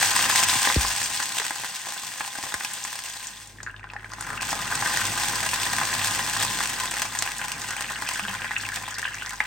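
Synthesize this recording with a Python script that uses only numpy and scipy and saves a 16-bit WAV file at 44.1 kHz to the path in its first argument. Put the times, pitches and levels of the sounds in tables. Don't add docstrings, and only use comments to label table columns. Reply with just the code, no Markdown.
import sys
import numpy as np
from scipy import signal
from scipy.fft import rfft, irfft, next_fast_len
from scipy.io import wavfile
from scipy.ndimage import uniform_filter1d

SR = 44100
rng = np.random.default_rng(int(sys.argv[2]) if len(sys.argv) > 2 else 0)


def wav_out(sig):
    wavfile.write(sys.argv[1], SR, np.round(np.clip(np.atleast_2d(sig).T, -1, 1) * 32767).astype(np.int16))


N = 417186
T = np.arange(N) / SR
SPOTS = 6
TOP_HZ = 16000


def undb(db):
    return 10 ** (np.asarray(db) / 20)


def unit(x):
    return x / np.sqrt(np.mean(x ** 2))


def curves(table):
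    s, *columns = np.transpose(table)
    return [np.interp(T, s, column) for column in columns]


def ramp(start_s, length_s):
    return np.clip((T - start_s) / length_s, 0, 1)


def swell(s, half_s):
    return np.exp(-((T - s) / half_s) ** 2)


def walk(rate):
    k = int(SR / rate)
    steps = np.repeat(rng.standard_normal(N // k + 1), k)
    return unit(uniform_filter1d(steps, k)[:N])


def seconds(length):
    return np.arange(int(length * SR)) / SR


def fade(t, t60):
    return np.exp(-np.log(1000) * t / t60)


def band(x, lo_hz, hi_hz):
    return signal.sosfilt(signal.butter(2, [lo_hz, hi_hz], "band", fs=SR, output="sos"), x)


def add(track, s, sound):
    i = int(np.clip(s * SR, 0, len(track) - 1))
    track[i:i + len(sound)] += sound[:len(track) - i]


def response(points):
    size = 2048
    hz, db = np.transpose(points)
    bins_hz = np.arange(size // 2 + 1) * SR / size
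    spectrum = undb(np.interp(np.log(bins_hz + 1), np.log(hz), db))
    cepstrum = irfft(np.log(spectrum))
    cepstrum[1:size // 2] *= 2
    cepstrum[size // 2 + 1:] = 0
    h = irfft(np.exp(rfft(cepstrum)))
    return h / np.linalg.norm(h)


def through(x, h):
    return signal.oaconvolve(x, np.atleast_2d(h), axes=1)[:, :N]


def hum(wavers_per_s=7, drift=0.0057):
    # [f/Hz, rms level/dB before the changes below, waver/dB]
    hum_tones = [(48.4, -52.5, 1), (102.5, -52.5, 3)]
    # [t/s, change/dB]
    hum_levels = [(0, -2), (1.1, -5), (1.4, -30), (2.9, -17), (3.3, -10), (3.65, 0), (6.4, 1.5), (7.3, -4),
                  (9.46, -2.5)]
    tones = 0
    for hz, db, waver_db in hum_tones:
        turns = hz * np.cumsum(1 + drift * walk(2.6)) / SR
        tones = tones + undb(db + waver_db * walk(wavers_per_s)) * np.sin(2 * np.pi * turns)
    return np.sqrt(2) * tones * undb(curves(hum_levels)[0])


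def kitchen(spots, near_db, room_db, near_t60=0.036, room_t60=0.18, apart_hz=1700, spacing_s=.00001):
    t, out, ports = seconds(.3), 0, np.array([[1], [-1]])
    dull = signal.butter(8, 8500, fs=SR, output="sos")
    apart = signal.butter(1, apart_hz, "high", fs=SR, output="sos")
    for spot, place in zip(spots, np.linspace(-1, 1, SPOTS)):
        h = np.sinc((t - .0004 + ports * place * spacing_s / 2) * SR)
        for db, t60 in (near_db, near_t60), (room_db, room_t60):
            mid, side = signal.sosfilt(dull, rng.standard_normal((2, len(t))))
            both = 0.64 * mid + 0.77 * ports * signal.sosfilt(apart, side)
            echoes = both * fade(t, t60) * (t > .0008)
            h = h + undb(db) * echoes / np.linalg.norm(fade(t, t60))
        out = out + through(np.array([spot, spot]), h)
    return out


def cancel(x):
    # [f/Hz, width/Hz, depth/dB]
    echo_dips = [(463, 46, -14), (599, 55, -14), (749, 37, -3), (1310, 32, -7), (1763, 53, -3.5),
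                 (2170, 54, -0.5)]
    for hz, width, db in echo_dips:
        x = x - (1 - undb(db)) * signal.lfilter(*signal.iirpeak(hz, hz / width, SR), x)
    return x


def rumble(level_db, side_db=-10):
    # [f/Hz, relative level/dB]
    rumble_colour = [(25, -26), (70, -16.5), (105, 0.5), (140, -2.5), (240, -5), (330, -8.5), (480, -13),
                     (900, -15.5), (3000, -102)]
    noise = through(rng.standard_normal((2, N)), response(rumble_colour))
    mid, side = noise * undb(level_db + 1.5 * walk(13))
    return mid + undb(side_db) * np.array([side, -side])


def gulps(rough=0.082, flutter_hz=220, opening=0.15, rise_s=0.016):
    # [t/s, level/dB
    # before the slow rise and fade, first f/Hz, last f/Hz, fade by 60 dB/s]
    steam_pockets = [(0.556, -18, 500, 110, 0.064), (.672, -23, 1000, 115.9, 0.054),
                     (0.762, -1.5, 695, 62, 0.098), (0.821, -32, 250, 51.67, 0.45),
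                     (1.398, -15, 650, 400, 0.031), (2.208, -30, 600, 150, 0.046),
                     (2.437, -38, 600, 250, .05), (2.541, -24, 593, 60, 0.06),
                     (8.024, -27, 696, 260, 0.056), (8.224, -24, 210, 202, 0.11),
                     (8.282, -29, 210, 193, 0.16)]
    swell_s = .0038
    out, t = np.zeros(N), seconds(.5)
    for s, db, first_hz, last_hz, t60 in steam_pockets:
        hz = last_hz + (first_hz - last_hz) * np.exp(-t / swell_s)
        flutter = unit(band(rng.standard_normal(len(t)), flutter_hz / 2, flutter_hz * 1.9))
        note = np.sin(2 * np.pi * np.cumsum(hz) / SR) + rough * flutter
        growth = 1 - (1 - opening) * np.exp(-(t / rise_s) ** 2)
        add(out, s, undb(db) * note * fade(t, t60) * growth)
    return out


def bubble(hz, cycles, glide=0.11, rise_s=0.00025):
    t60 = max(cycles / hz, .003)
    t = seconds(t60)
    note = np.sin(2 * np.pi * hz * t * (1 + glide * t / t60))
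    return note * fade(t, t60) * (1 - np.exp(-t / rise_s))


def bubbling(level_db, per_second, low_hz, octaves, cycles, spread_db, count=1, cluster_s=.035, kinship=.12):
    out = np.zeros((SPOTS, N))
    clusters = int(per_second / count * N / SR)
    for k, cluster in enumerate(rng.random((clusters, count, 6))):
        when, pitch = cluster[0, :2]
        for size, damping, lag, offset in cluster[:, 2:]:
            hz = low_hz * 2 ** (octaves * pitch ** 1.2 + kinship * (2 * offset - 1))
            loud = undb(-spread_db * np.log(size + 0.052))
            note = bubble(hz, cycles * (.5 + damping))
            add(out[k % SPOTS], when * N / SR + cluster_s * lag, loud * note)
    return unit(out) / np.sqrt(SPOTS) * undb(level_db)


def plops(cycles=25, wet=0.34, splash_t60=0.01):
    # [t/s, level/dB before the pan and room, f/Hz]
    single_bubbles = [(3.585, -30.5, 1790), (3.603, -27, 1780), (3.664, -24, 1710), (3.672, -21, 1620),
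                      (3.678, -25, 1490), (3.696, -29, 1610), (3.703, -39, 2700), (3.742, -28, 1600),
                      (3.83, -32, 1840), (3.869, -35, 1500), (3.9, -29, 2580), (3.956, -31, 806),
                      (3.964, -23, 1750), (4.044, -25, 1750), (4.123, -34, 1410), (4.15, -36, 2500),
                      (4.272, -28, 1570), (4.376, -19.5, 2660), (4.407, -24, 2480), (4.724, -15, 1540),
                      (4.752, -11, 8100), (5.015, -18, 1500), (7.188, -8.5, 6660), (7.617, -13.5, 6630),
                      (7.958, -17.5, 2900), (8.158, -22, 1580), (8.237, -22, 3100), (8.251, -20, 1590),
                      (8.284, -21, 2980), (8.444, -19.5, 2430), (8.492, -21, 2300), (8.515, -17.5, 1860),
                      (8.564, -13.5, 2500), (8.636, -24, 1600), (8.652, -21, 2630), (8.688, -20, 2200),
                      (8.722, -21, 1600), (8.923, -26.5, 1610), (9.028, -17, 1720), (9.052, -15, 1650),
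                      (9.055, -18, 2880), (9.069, -24, 2800), (9.077, -17, 1710), (9.087, -22.5, 1620),
                      (9.222, -23, 1480), (9.261, -18, 6070), (9.324, -28, 1480), (9.381, -27, 5100),
                      (9.403, -12.5, 2050)]
    out, t = np.zeros((SPOTS, N)), seconds(0.03)
    for k, (s, db, hz) in enumerate(single_bubbles):
        noise = band(rng.standard_normal(len(t)), hz * 0.55, hz * 1.07)
        splash = unit(noise) * fade(t, splash_t60)
        add(out[k % SPOTS], s, undb(db) * bubble(hz, cycles, glide=0.04))
        add(out[k % SPOTS], s, undb(db) * wet * splash)
    return out


def on_pan(pulse, direct_db, scatter_db=2.5, detune=0.0072):
    # [f/Hz, width/Hz, relative level/dB]
    pan_rings = [(521.4, 20, 1), (851, 52, -3), (1034, 45, 3.5), (1237, 57, 1), (1576, 255, -0.5),
                 (1880, 170, -2), (2420, 160, -3.5), (2650, 200, 2), (3163, 54, 2), (3496, 90, -1),
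                 (4940, 81, -3)]
    out = []
    for chance in rng.standard_normal((SPOTS, len(pan_rings), 2)):
        h = undb(direct_db) * pulse
        for (hz, width, db), (louder, sharper) in zip(pan_rings, chance):
            ringing = signal.iirpeak(hz * (1 + detune * sharper), hz / width, SR)
            h = h + undb(db + scatter_db * louder) * signal.lfilter(*ringing, pulse)
        out.append(h / np.linalg.norm(h))
    return np.array(out)


def small_spits(sizzle_db, per_second=32, above_db=1.5, spread_db=2.5, low_hz=3300, octaves=1.33):
    when, size, pitch = rng.random((int(per_second * N / SR), 3)).T
    i = (when * N).astype(int)
    level_db = sizzle_db[i] + above_db + spread_db * (2 * size - 1)
    return list(zip(i / SR, level_db, low_hz * 2 ** (octaves * pitch)))


def spitting(sizzle_db, t60=0.016, ratio=1.24):
    # [t/s, level/dB before the fade and room, f/Hz]
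    clear_spits = [(.13, -23, 6500), (.497, -18, 5200), (.554, -22, 8000), (.882, -20, 6000),
                   (1.04, -19, 7040), (1.235, -20, 5800), (2.734, -24, 8300), (2.839, -21.5, 7000),
                   (3.27, -24, 7000), (3.473, -35.5, 7600), (3.63, -28, 6030), (3.763, -36.5, 3050),
                   (3.902, -39, 3200), (4.117, -36, 5160), (4.208, -24, 8400), (4.505, -21, 6200),
                   (4.753, -18, 7200), (6.072, -17, 8400), (6.911, -19, 8400), (7.188, -16.5, 7200),
                   (7.382, -24, 7900), (7.618, -37, 5500), (7.686, -24, 5800), (8.071, -30, 5500),
                   (8.136, -22, 7000), (8.581, -27, 6800), (8.603, -24.5, 3400), (8.61, -30, 5000),
                   (8.909, -29, 6600), (8.942, -26, 4950), (8.951, -30, 4440), (9.043, -25, 3000),
                   (9.143, -27.5, 5600), (9.293, -25.5, 8000), (9.357, -35, 5900)]
    out, t = np.zeros((SPOTS, N)), seconds(0.039)
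    for k, (s, db, hz) in enumerate([*clear_spits, *small_spits(sizzle_db)]):
        hiss = unit(band(rng.standard_normal(len(t)), hz / ratio, hz * ratio))
        add(out[k % SPOTS], s, undb(db) * hiss * fade(t, t60))
    return out


def bursts(rate, spread_db, largest=3.36):
    happens = rng.random((SPOTS, N), dtype=np.float32) < rate / SPOTS / SR
    draw = rng.laplace(size=(SPOTS, N))[happens]
    clicks = np.zeros((SPOTS, N))
    clicks[happens] = np.sign(draw) * undb(spread_db * np.minimum(abs(draw), largest))
    return unit(clicks / np.sqrt(rate)) / np.sqrt(SPOTS)


def spatter(level_db, snap, crack, snap_db=-5):
    droplets = bursts(170, spread_db=4.5, largest=2.8) * undb(level_db)
    return through(droplets, crack + undb(snap_db) * snap)


def small_pops(boil_db, hiss_db, per_second=8, above_db=14.0, spread_db=8.0,
               snap_db=-9, snap_spread_db=9, cavity_hz=1900, octaves=0.58):
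    when, size, snap, pitch = rng.random((int(per_second * N / SR), 4)).T
    i = (when * N).astype(int)
    level_db = boil_db[i] + above_db + spread_db * (2 * size - 1)
    treble_db = hiss_db[i] + snap_db + snap_spread_db * (2 * snap - 1)
    return list(zip(i / SR, level_db, treble_db, cavity_hz * 2 ** (octaves * (2 * pitch - 1))))


def pops(boil_db, hiss_db, snap, knock, cool, level_db=8.0, tear=0.11, tear_t60=0.023,
         cavity_db=-3, muffled_hz=2300):
    # [t/s, relative level/dB, treble snap/dB against the knock, cavity f/Hz]
    loud_pops = [(.015, -7, -12, 1620), (0.028, -3, -9, 1800), (.165, -7, -10, 1622), (0.192, -5, -7, 1700),
                 (.212, -13, -1, 1680), (.241, -5, 0, 2800), (0.254, -9, -16, 1100), (0.299, -2, -1, 1510),
                 (0.358, 0, 7, 2000), (0.428, -5, -9, 1300), (.486, -9, 6, 1612), (.497, -7, 10, 2000),
                 (.519, -15, 9, 1720), (0.651, -7, -7, 1850), (0.673, -1.5, -14, 947),
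                 (0.700, -2, -10, 1740), (.724, -9, 15, 1800), (.849, -7.5, -20, 1060),
                 (.915, -12, 16, 2798), (1.016, -8, 10, 1620), (1.201, -7.5, 2, 1619), (1.32, -15, 8, 1600),
                 (1.369, -12, 8, 1800), (1.384, -6, 5, 3300), (1.399, -7, 7, 1800),
                 (1.418, -12.5, -12, 1500), (1.451, -13.5, 8, 1600), (1.465, -10.5, 9, 1700),
                 (1.507, -8.5, -6, 1700), (1.559, -17, 3, 1600), (1.598, -17, 4, 850),
                 (1.636, -15.5, -5, 990), (1.645, -12.5, -5, 1500), (1.869, -15.5, -7, 957),
                 (1.922, -16, 8, 1600), (2.034, -19, 2, 1100), (2.118, -21, 5, 1600),
                 (2.207, -8, -10, 1436), (2.248, -18, -4, 2600), (2.354, -16, -3, 1650),
                 (2.386, -15.5, -7, 995), (2.437, -12.5, -2, 984), (2.466, -17.5, -12, 900),
                 (2.522, -16, -12, 1500), (2.541, -5.5, 0, 1730), (2.608, -12.5, -17, 1720),
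                 (2.648, -8.5, 7, 2770), (2.85, -15.5, 7, 1800), (2.929, -16, 10, 1597),
                 (2.99, -15, 13, 1696), (3.099, -20, 8, 1700), (3.631, -26, -20, 850),
                 (3.795, -26.5, -10, 2300), (3.842, -19.5, -30, 1470), (3.935, -18, -5, 970),
                 (4.045, -20.5, -11, 1600), (4.135, -16, 2, 1600), (4.209, -16, 0, 1400),
                 (4.224, -18, 3, 1600), (4.271, -27, -9, 1550), (4.303, -13.5, -6, 1500),
                 (4.331, -15.5, -2, 1700), (4.42, -13.5, 3, 2400), (4.429, -11, -3, 2420),
                 (4.529, -6.5, -4, 1060), (4.824, -6, -11, 1470), (4.86, -8, -7, 1600),
                 (4.874, -10.5, 5, 1600), (4.972, -6, 5, 1550), (5.176, -10, -1, 1490),
                 (5.283, -11, 14, 1810), (5.49, -9, 10, 2900), (5.533, -6.5, -14, 1510),
                 (5.559, -11, 8, 1700), (5.632, -8, 10, 2600), (5.784, -5, -4, 2000),
                 (5.814, -5, -24, 1400), (5.833, -11, -2, 2400), (5.929, -9, -5, 2300),
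                 (5.95, -10.5, 7, 1400), (6.045, -8, 3, 1600), (6.057, -9, 8, 2230),
                 (6.449, -7.5, 10, 1020), (6.605, -6, -5, 1390), (6.612, -13, 6, 1600),
                 (6.636, -9, 10, 1500), (6.657, -9, 16, 1600), (6.856, -11, 13, 1600),
                 (6.94, -13, 10, 2500), (6.976, -15, -5, 1900), (7.019, -4.5, 16, 1560),
                 (7.052, -13, -6, 1100), (7.15, -16, 7, 1800), (7.223, -3.5, 10, 1810),
                 (7.262, -14, -1, 2510), (7.275, -11, -6, 2500), (7.318, -14.5, 15, 2200),
                 (7.415, -11.5, -8, 2700), (7.518, -10.5, 18, 2800), (7.707, -10.5, 5, 1700),
                 (7.766, -13, 1, 2320), (7.808, -10.5, 4, 1590), (7.844, -13.5, -14, 2340),
                 (7.906, -15.5, -12, 1310), (8.021, -10.5, -5, 1250), (8.089, -8, 2.5, 2580),
                 (8.195, -8.5, -5, 2600), (8.282, -12.5, -20, 3020), (8.419, -12.5, -22, 2700),
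                 (8.445, -11, -16, 1900), (8.509, -11, -11, 1600), (8.771, -15, -6, 1730),
                 (8.879, -16.5, -18, 1200), (8.984, -13, 17, 1900), (8.994, -15, 4, 2000),
                 (9.404, -3, -18, 2120)]
    out, t = np.zeros((SPOTS, N)), seconds(.03)
    rows = [*loud_pops, *small_pops(boil_db, hiss_db)]
    for k, (s, db, treble_db, cavity_hz) in enumerate(rows):
        push = tear * rng.standard_normal(len(t)) * fade(t, tear_t60)
        push[0] = 1
        pop = signal.fftconvolve(push, knock[k % SPOTS] + undb(treble_db) * snap[k % SPOTS])
        covered = cool[min(int(s * SR), N - 1)]
        top_hz = TOP_HZ * (muffled_hz / TOP_HZ) ** (covered ** 2)
        pop = signal.lfilter(*signal.butter(2, top_hz, fs=SR), pop)
        pop /= np.linalg.norm(pop)
        cavity = bubble(cavity_hz, cycles=5.8)
        add(pop, 0, undb(cavity_db) * cavity / np.linalg.norm(cavity))
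        add(out[k % SPOTS], s, undb(db + level_db) * pop / np.linalg.norm(pop))
    return out


def flares():
    # [t/s at its height, half length/s, change/dB]
    slops = [(0.133, 0.015, -7), (0.272, 0.01, -8), (0.32, 0.0069, -2), (0.38, .012, 3.5),
             (0.436, 0.013, 5), (0.456, 0.01, -13), (0.785, 0.013, -5), (1.17, .018, 4), (1.236, .014, 0),
             (1.37, 0.013, 5), (4.166, 0.014, -4), (4.216, 0.011, 3), (4.397, 0.014, -12), (4.417, .012, 6),
             (4.454, 0.024, 6.5), (4.511, 0.02, 9), (4.66, 0.11, -0.5), (6.06, 0.034, 2),
             (6.426, 0.014, 5.5), (7.683, 0.02, 6), (8.14, 0.1, 5), (8.766, 0.037, 8.5)]
    return sum(db * swell(s, half_s) for s, half_s, db in slops)


def spurts(per_second, t60, spread_db):
    chance, draw = rng.random(N), rng.exponential(size=N)
    kicks = (chance < per_second / SR) * undb(spread_db * np.minimum(draw, 1.8)) ** 2
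    power = signal.lfilter([1], [1, -fade(1 / SR, t60) ** 2], kicks)
    return power / uniform_filter1d(power + 1e-9, SR // 5)


def frying(sizzle_db, crackle_db, rate, snap, knock):
    share = .46
    surge = np.sqrt(1 - share + share * spurts(per_second=75, t60=0.056, spread_db=5.5))
    fine = bursts(rate * 2, spread_db=5.0)
    spits = bursts(rate * .03, spread_db=5.3, largest=3.4)
    coarse = bursts(rate * .13, spread_db=2.5, largest=3.24)
    hiss = (fine + 0.45 * coarse) * surge + .52 * spits
    sizzle = through(hiss * undb(sizzle_db), snap)
    crackle = through(coarse * surge * undb(crackle_db), knock)
    return sizzle + crackle


def scene():
    # [t/s, relative level/dB]
    boil_levels = [(0, -27.5), (0.65, -29.5), (0.95, -34.5), (1.3, -38), (1.58, -41), (2.1, -42),
                   (2.85, -42), (3.25, -45), (3.5, -55), (3.85, -53.5), (4.08, -47), (4.3, -37.5),
                   (4.9, -29), (5.35, -31), (6.45, -31), (7.1, -36.5), (8.2, -39), (9.46, -42)]
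    # [t/s, share of the pan that it covers/0-1]
    cool_shares = [(3.5, 0), (3.62, 0.44), (3.82, 0.83), (4.09, 0.7), (4.19, 0.41), (4.38, 0.52),
                   (4.62, 0.34), (5.1, 0.21), (6.5, 0.19)]
    # [f/Hz, relative level/dB]
    sizzle_colour = [(200, -26.5), (700, -31.5), (1500, -4), (2600, 2), (4000, 0.5), (6400, 2),
                     (7300, -0.5), (8400, 5.5), (9500, -0.5), (11000, -7.5), (13000, -7), (16000, -8.5)]
    # [f/Hz, relative level/dB]
    pop_colour = [(60, -28.5), (200, -8.5), (450, -14), (620, -3.5), (780, 1.5), (1100, -2.5), (1350, -5.5),
                  (1650, 0.5), (2100, -3.5), (3200, -13.5), (5000, -14.5), (12000, -31.5)]

    cool = np.clip(curves(cool_shares)[0], 0, 1)
    full = ramp(3.7, 0.85)
    thick = ramp(6.6, 1.7)
    heaves = thick * walk(11)
    boil_db = curves(boil_levels)[0] + heaves

    sizzle_db = boil_db + 3 - 20 * cool - 0.5 * full - 3 * thick + flares()
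    crackle_db = boil_db - 1.5 - 2 * cool
    spatter_db = boil_db - 5 - 24 * cool
    bubble_db = boil_db - 12.5 - 11 * cool + 12.5 * thick
    rumble_db = boil_db - 16 + 10 * cool + 2 * full

    hot_rate, cool_rate, thick_rate = 6000, 900, 1300
    rate = hot_rate * (cool_rate / hot_rate) ** cool * (thick_rate / hot_rate) ** thick

    snap = on_pan(response(sizzle_colour), direct_db=8.5)
    knock = on_pan(response(pop_colour), direct_db=-7.0)
    crack = on_pan(response(pop_colour), direct_db=-4.5)

    simmer = bubbling(bubble_db, per_second=190, low_hz=1389, octaves=1.325, cycles=22, spread_db=2.0, count=3)
    gurgle = bubbling(boil_db - 2, per_second=150, low_hz=1190, octaves=0.61, cycles=23, spread_db=5) * cool
    fizz = bubbling(sizzle_db - 8.5, per_second=420, low_hz=3265, octaves=1.53, cycles=15.6, spread_db=7.0)
    pan_ring = on_pan(signal.unit_impulse(SR // 20), direct_db=4.0)
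    bubbles = through(simmer + gurgle + fizz + plops(), pan_ring)

    droplets = spatter(spatter_db, snap, crack) + spitting(sizzle_db)
    popping = pops(boil_db, sizzle_db - boil_db, snap, crack, cool)
    pan = frying(sizzle_db, crackle_db, rate, snap, knock) + popping + droplets + bubbles
    stream = rumble(-54.5) * swell(3.65, 0.43)
    return cancel(kitchen(pan, near_db=-5, room_db=-4)) + rumble(rumble_db) + stream + gulps() + hum()


def record(dry):
    # [f/Hz, lag/turns]
    port_lag = [(0, 0), (1500, 0), (3000, -.11), (7600, -.1), (8700, .08), (10200, .5), (11800, 1),
                (12500, 1.02), (13750, 1.5), (15200, 2)]
    ceiling = .6
    left, right = ceiling * np.tanh(dry / ceiling)
    hz, turns = np.transpose(port_lag)
    size = next_fast_len(N + SR // 10)
    lag = np.interp(np.arange(size // 2 + 1) * SR / size, hz, turns)
    lagged = irfft(rfft(left, size) * np.exp(-2j * np.pi * lag), size)[:N]
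    left = undb(0.91) * lagged
    top_cut = signal.ellip(10, .2, 80, TOP_HZ, fs=SR, output="sos")
    return signal.sosfilt(top_cut, np.array([left, right]))


dry = scene()
out = record(dry)
wav_out(out)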